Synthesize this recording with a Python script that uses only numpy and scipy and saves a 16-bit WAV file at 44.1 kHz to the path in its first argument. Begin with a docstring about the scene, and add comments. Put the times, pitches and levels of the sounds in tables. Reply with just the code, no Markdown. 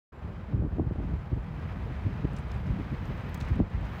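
"""Wind rumbles right on the microphone, in soft buffets and a few sharp flaps, at night on an open
concrete parking deck. Behind it a rider on an electric board rolls closer from the far wall: the roar
of rubber on concrete grows and brightens, with a fine tread patter, crackles and scrapes of grit and a
thin motor whine. Far off lie a wash of traffic and faint steady whistles."""
import sys
import numpy as np
from scipy import signal
from scipy.io import wavfile
from scipy.ndimage import uniform_filter1d

SR = 44100
rng = np.random.default_rng(int(sys.argv[2]) if len(sys.argv) > 2 else 0)


def master_out(mix):
    """Clip the mix to full scale and print it as 16-bit PCM to the path in sys.argv[1]."""
    frames = np.transpose(np.atleast_2d(mix))
    ceiling = np.clip(frames, -1, 1)
    pcm = np.round(ceiling * 32767).astype(np.int16)
    wavfile.write(sys.argv[1], SR, pcm)


N = 176400
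T = np.arange(N) / SR
LEAD_S = 1 / 8
EDDY_T = T[:SR // 4] - LEAD_S   # seconds from the middle of a buffet or flap


# Wind at the microphone. Each row: time in seconds, level in dB.
WIND_LEVEL = [(.12, -51), (.24, -39), (.48, -39.5), (.56, -35), (.70, -41), (.80, -39), (1.12, -32.5),
              (1.25, -39.5), (1.45, -36.5), (1.65, -35.5), (2.1, -34), (2.6, -34.5), (2.7, -31.5),
              (2.88, -37), (3.45, -35.5), (3.62, -27.5), (3.69, -44.5), (3.78, -32), (4.0, -39.5)]
# Its deep colour. Each row: frequency in Hz, level in dB per Hz.
WIND_SPECTRUM = [(22, -44.5), (32, -26.5), (45, -4), (62, 3), (110, -3), (190, -7), (300, -24.5),
                 (500, -27), (1000, -54.5)]

def rumble():
    """Air streams over the microphone: each band flutters, while their sum is evened out over 50 ms."""
    air = sum(band * from_db(2.5 * drift(22)) for _, band in noise_bands(WIND_SPECTRUM))
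    power = uniform_filter1d(air ** 2, int(0.05 * SR)) + 1e-9
    return rms_one(air / np.sqrt(power)) * from_db(in_time(WIND_LEVEL))


# Eddies that hit the microphone. Each row: middle in seconds, relative level in dB, length in seconds,
# pitch of the thud in Hz.
EDDIES = [(0.246, -34, 0.042, 107), (0.282, -41, 0.032, 135), (0.541, -23.5, 0.049, 115.0),
          (0.598, -26.5, 0.051, 109.0), (0.65, -25.0, 0.033, 131), (0.725, -24.5, 0.017, 100),
          (0.802, -26.5, 0.064, 167.0), (0.868, -23, 0.018, 124.0), (0.918, -28, 0.021, 162),
          (0.999, -27, 0.028, 150), (1.033, -33.5, 0.073, 89.5), (1.119, -30, 0.078, 99),
          (1.328, -23.5, 0.022, 121.0), (1.37, -27.5, 0.022, 129), (1.654, -32, 0.018, 112),
          (1.828, -31, 0.021, 100), (1.905, -35, 0.043, 90), (2.067, -26.5, 0.039, 133),
          (2.246, -28.5, 0.032, 164), (2.339, -30, 0.024, 86), (2.556, -30.5, 0.036, 84),
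          (2.701, -27, 0.033, 111), (2.8, -26.0, 0.022, 108.0), (2.929, -27.5, 0.033, 118),
          (3.016, -33, 0.053, 86.0), (3.104, -25.5, 0.022, 78), (3.271, -34, 0.051, 82.5),
          (3.42, -26.5, 0.019, 64), (3.513, -19.5, 0.017, 118), (3.565, -27.5, 0.032, 90),
          (3.605, -18.5, 0.024, 170), (3.743, -24, 0.018, 93), (3.824, -26, 0.015, 117)]
MIC_LOW_HZ, THUD_DB, THUD_CYCLES = 46.7, 8.5, 0.21

def buffets():
    """Each eddy is a puff of turbulence with a pressure pulse at its core."""
    out = np.zeros(N)
    for s, db, length_s, hz in EDDIES:
        air = puff(length_s, MIC_LOW_HZ, corner_hz=0.59 * hz, skirt_hz=299)
        eddy = rms_one(air + from_db(THUD_DB) * thud(hz)) * np.std(air)
        add(out, s - LEAD_S, from_db(db - 0.5) * eddy)
    return out


def puff(length_s, low_hz, corner_hz, skirt_hz):
    """A burst of turbulence on the microphone that rises faster than it falls."""
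    slope_s = length_s * np.where(EDDY_T < 0, 0.62, 0.79)
    bell = 2 ** (-2 * (EDDY_T / slope_s) ** 2)
    air = cut(rng.standard_normal(len(EDDY_T)), low_hz, "high", order=3)
    air = cut(air, corner_hz, "low", order=1)
    air = cut(air, skirt_hz, "low", order=3)
    burst = cut(air * bell, 44, "high", order=3)
    return rms_one(burst) * np.sqrt(np.mean(bell ** 2))


def thud(hz):
    """One smooth push or pull on the microphone, ringing in its bass cut."""
    push = np.exp(-.5 * (EDDY_T * hz / THUD_CYCLES) ** 2)
    pulse = cut(push, MIC_LOW_HZ, "high", order=3)
    return rng.choice([-1, 1]) * pulse / np.abs(pulse).max()


# Sharp flaps of air on the microphone. Each row: middle in seconds, relative level in dB, half width
# of the pressure swing in seconds.
AIR_FLAPS = [(.606, -38, 0.00086), (.624, -27.5, 0.00077), (.637, -27, 0.0012), (.646, -28.5, 0.0012),
             (.721, -41, 0.00097), (.785, -31, 0.00051), (.792, -32.5, 0.0014), (.7975, -23.5, 0.00052),
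             (.8005, -26, 0.00058), (.819, -29, 0.0018), (.911, -27, 0.00063), (.959, -32.5, 0.00069),
             (1.0, -25.5, 0.0011), (1.109, -31.5, .0009), (1.137, -36, 0.00086), (1.329, -27.5, 0.0013),
             (2.246, -27, 0.0016), (2.253, -23.5, 0.0009), (2.677, -31, 0.001), (2.797, -30, 0.0015),
             (3.595, -29.5, 0.00094), (3.602, -21.5, 0.00045), (3.62, -33, 0.0016)]

def flaps():
    """At the height of a gust, pressure snaps over to suction inside a small puff."""
    out = np.zeros(N)
    for s, db, half_width_s in AIR_FLAPS:
        widths = EDDY_T / half_width_s
        swing = -widths / (1 + (widths / 2) ** 2) ** 3
        snap = from_db(3) * swing / swing.max()
        air = from_db(-15) * puff(length_s=0.005, low_hz=225, corner_hz=446, skirt_hz=669)
        add(out, s - LEAD_S, from_db(db) * (snap + air))
    return out


# The tyre nears from the far wall; the roar dips briefly under the strongest gusts, around 0.55-0.9 s and at
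# 3.6 s. Each row: time in seconds, relative level in dB.
APPROACH = [(.12, -59.5), (.25, -56), (.5, -56), (.56, -58), (.69, -59), (.76, -56), (.85, -59),
            (1.04, -55), (1.38, -56), (1.58, -53.5), (2.2, -52.5), (2.6, -52.5), (3.0, -51.5), (3.5, -50.5),
            (3.585, -52), (3.615, -55.5), (3.68, -54), (3.74, -52.5), (3.8, -52.5), (3.88, -51.5),
            (4.0, -49)]
# Its colour when the approach is at NEAR_DB. Each row: frequency in Hz, level in dB per Hz.
TYRE_SPECTRUM = [(150, -1.5), (350, 1.5), (600, 1), (1000, 2), (1300, -2.5), (1700, -2), (2400, -6.5),
                 (3300, -14.5), (5000, -23.5), (6500, -31), (8000, -36), (11000, -43), (14500, -39),
                 (16000, -38)]
NEAR_DB, TYRE_DB = -51.5, -47
BRIGHTENING = 0.51   # extra dB per octave for each dB that the board gains

def tyre(nearness_db):
    """Grainy roar of rubber on concrete, brighter as it nears the microphone."""
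    grain_db = 0.93 * drift(35)
    roar = np.zeros(N)
    for hz, band in noise_bands(TYRE_SPECTRUM):
        octaves = np.clip(np.log2(hz / 860), -1, 1)
        roar += band * from_db(nearness_db * (1 + BRIGHTENING * octaves))
    return roar * from_db(TYRE_DB + grain_db)


# Grit scraping on the deck. Each row: start in seconds, level of the rasp in dB, decay in seconds,
# pitch of the rasp in Hz, treble hiss against the rasp in dB.
GRIT_SCRAPES = [(2.331, -67, .004, 7460, -5), (2.363, -56.5, .007, 6000, -18),
                (2.383, -63.5, 0.011, 7960, -22), (2.481, -74, .003, 9000, -3),
                (2.515, -55.5, .0025, 4900, -11), (2.540, -69, .003, 7500, -12),
                (2.667, -66, .003, 5500, -10), (3.052, -65.5, .005, 6500, -14),
                (3.175, -71.5, .003, 7500, -12), (3.291, -64, .004, 13300, -8),
                (3.342, -52, .004, 6000, -20), (3.343, -55, .003, 13800, -1), (3.373, -66, .004, 8000, -9),
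                (3.402, -56.5, 0.0028, 5800, -6), (3.409, -48, 0.0023, 3900, -15),
                (3.42, -59, 0.0055, 5860, -16), (3.445, -61.5, 0.018, 4140, -20),
                (3.483, -60.5, .004, 5460, -8), (3.553, -67.5, .003, 6960, -6),
                (3.699, -75, .002, 8000, -8), (3.807, -74, .002, 7500, -12), (3.852, -69, .003, 7000, -10)]
SCRAPE_ATTACK_S, BOARD_RING_HZ = .002, 3300

def scrapes():
    """Short rasps of grit: a broad resonance, a little hiss and the board's own ring."""
    out, t = np.zeros(N), T[:SR // 8]
    for s, db, decay_s, hz, hiss_db in GRIT_SCRAPES:
        rub = rng.standard_normal((3, len(t)))
        width_hz = .6 * min(hz, 8000)
        rasp = rms_one(resonate(resonate(rub[0], hz, width_hz), hz, width_hz))
        ring = rms_one(cut(rub[1], [BOARD_RING_HZ / np.sqrt(2), BOARD_RING_HZ * np.sqrt(2)], "band"))
        hiss = from_db(hiss_db) * cut(rub[2], 2480, "high")
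        rise = np.minimum(t / SCRAPE_ATTACK_S, 1)
        fall = np.exp(-np.maximum(t - 2 * SCRAPE_ATTACK_S, 0) / decay_s)
        add(out, s, from_db(db) * rise * fall * (rasp + from_db(-3) * ring + hiss))
    return out


def grit(nearness_db, grains_per_s=35, decay_s=.002):
    """Loose grains crackle faintly under the tyre, louder as it comes closer."""
    hits = rng.random(N) < grains_per_s / SR
    grains = hits * from_db(3 * np.minimum(rng.exponential(1, N), 3))
    decays = signal.lfilter([1], [1, -np.exp(-1 / (decay_s * SR))], grains + 1e-18)
    hiss = rms_one(cut(rng.standard_normal(N), [4500, 10000], "band", order=1))
    return decays * hiss * from_db(-80 + 1.8 * nearness_db)


# Tread patter from across the deck. Each row: time in seconds, level in dB.
PATTER_LEVEL = [(.12, -102), (1.25, -91.5), (1.5, -86), (1.8, -85), (2.1, -92), (2.45, -92), (2.62, -81),
                (2.9, -88), (3.4, -84), (3.65, -98.5), (4.0, -78)]

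def patter(ticks_per_s=47, sharpness=3.5):
    """The turning tyre ticks in a fast run of tiny hisses, some stronger than others."""
    ticks = np.exp(sharpness * np.cos(2 * np.pi * ticks_per_s * T))
    ticks *= from_db(2 * drift(20))
    hiss = cut(rng.standard_normal(N), [9500, 14900], "band")
    return rms_one(ticks * hiss) * from_db(in_time(PATTER_LEVEL))


# The motor's two tones. Each row: pitch in Hz, waver in Hz, relative level in dB.
MOTOR_TONES = [(14240, 14, -3), (14882, 28, -5)]
# Their strength at the microphone. Each row: time in seconds, gain in dB.
MOTOR_LEVEL = [(1.5, -105), (2.3, -92), (2.85, -90), (3.08, -78), (3.25, -82), (3.52, -87), (3.66, -98),
               (3.95, -75)]

def motor():
    """The electric motor's thin whine swells and fades, very high up."""
    return thin_tones(MOTOR_TONES) * from_db(in_time(MOTOR_LEVEL))


# Traffic far beyond the deck. Each row: frequency in Hz, level in dB per Hz.
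TRAFFIC_SPECTRUM = [(100, 0.5), (400, 2), (950, 0), (1500, -4.5), (3000, -34), (6000, -42), (10000, -39.5),
                    (16000, -50.5)]

def traffic(level_db=-55):
    """Distant vehicles blend into one even wash."""
    return from_db(level_db) * sum(band for _, band in noise_bands(TRAFFIC_SPECTRUM))


# Whistles in the far background. Each row: pitch in Hz, waver in Hz, relative level in dB.
FAR_WHISTLES = [(7260, 60, -89.5), (11700, 12, -98), (14520, 110, -93.5)]

def whistles():
    """Faint high tones hang steadily over the town."""
    return thin_tones(FAR_WHISTLES)


def thin_tones(rows, flutter_db=2.4):
    """Narrow tones that waver in pitch and level."""
    out = np.zeros(N)
    for hz, waver_hz, db in rows:
        gain = np.sqrt(2) * from_db(db - 1 + flutter_db * drift(25))
        phase = 2 * np.pi * np.cumsum(hz + waver_hz * drift(91)) / SR
        out += gain * np.sin(phase)
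    return out


def noise_bands(colour):
    """Third-octave bands of noise in a given colour, as (Hz, band); together they have unit power."""
    points_hz, points_db = np.transpose(colour)
    edges = 20 * 2 ** (np.arange(30) / 3)
    white, bands = rng.standard_normal((2, N)), []
    for k, (low, high) in enumerate(zip(edges, edges[1:])):
        hz = np.sqrt(low * high)
        db = np.interp(np.log(hz), np.log(points_hz), points_db, left=-np.inf, right=-np.inf)
        if np.isfinite(db):
            bands.append((hz, from_db(db) * cut(white[k % 2], [low, high], "band", order=3)))
    total = np.std(sum(band for _, band in bands))
    return [(hz, band / total) for hz, band in bands]


def drift(rate_hz):
    """A smooth random wander with spread 1."""
    hop, settle = 40, 2000
    r = np.exp(-2 * np.pi * rate_hz * hop / SR)
    steps = rng.standard_normal(N // hop + settle + 2)
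    slow = signal.lfilter([1], [1, -2 * r, r * r], steps)[settle:]
    return np.interp(np.arange(N) / hop, np.arange(len(slow)), rms_one(slow))


def resonate(x, hz, width_hz):
    """One resonance."""
    r = np.exp(-np.pi * width_hz / SR)
    return signal.lfilter([1, 0, -1], [1, -(1 + r * r) * np.cos(2 * np.pi * hz / SR), r * r], x)


def cut(x, hz, kind, order=2):
    """Butterworth filter."""
    return signal.sosfilt(signal.butter(order, hz, kind, fs=SR, output="sos"), x)


def from_db(db):
    """Decibels to gain."""
    return 10 ** (np.asarray(db) / 20)


def rms_one(x):
    """Scale to unit power."""
    return x / np.sqrt(np.mean(x ** 2) + 1e-20)


def in_time(rows):
    """Join (seconds, value) points by straight lines."""
    return np.interp(T, *np.transpose(rows))


def add(out, s, sound):
    """Mix a sound in from time s."""
    i = max(int(s * SR), 0)
    out[i:i + len(sound)] += sound[:max(N - i, 0)]


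def scene():
    """One microphone on the deck: wind right on it, the board behind, the town far off."""
    nearness_db = in_time(APPROACH) - NEAR_DB
    board = tyre(nearness_db) + patter() + grit(nearness_db) + scrapes() + motor()
    town = traffic() + whistles()
    wind = cut(rumble() + buffets() + flaps(), 36, "high", order=6)
    return (wind + board + town)[None]


def record(dry):
    """The sound cuts in quickly at 0.12 s; the top is cut off steeply at 15850 Hz."""
    opened = dry * np.clip((T - 0.12) / 0.0072, 0, 1)
    return signal.sosfilt(signal.ellip(10, .2, 80, 15850, fs=SR, output="sos"), opened)


dry = scene()
out = record(dry)
master_out(out)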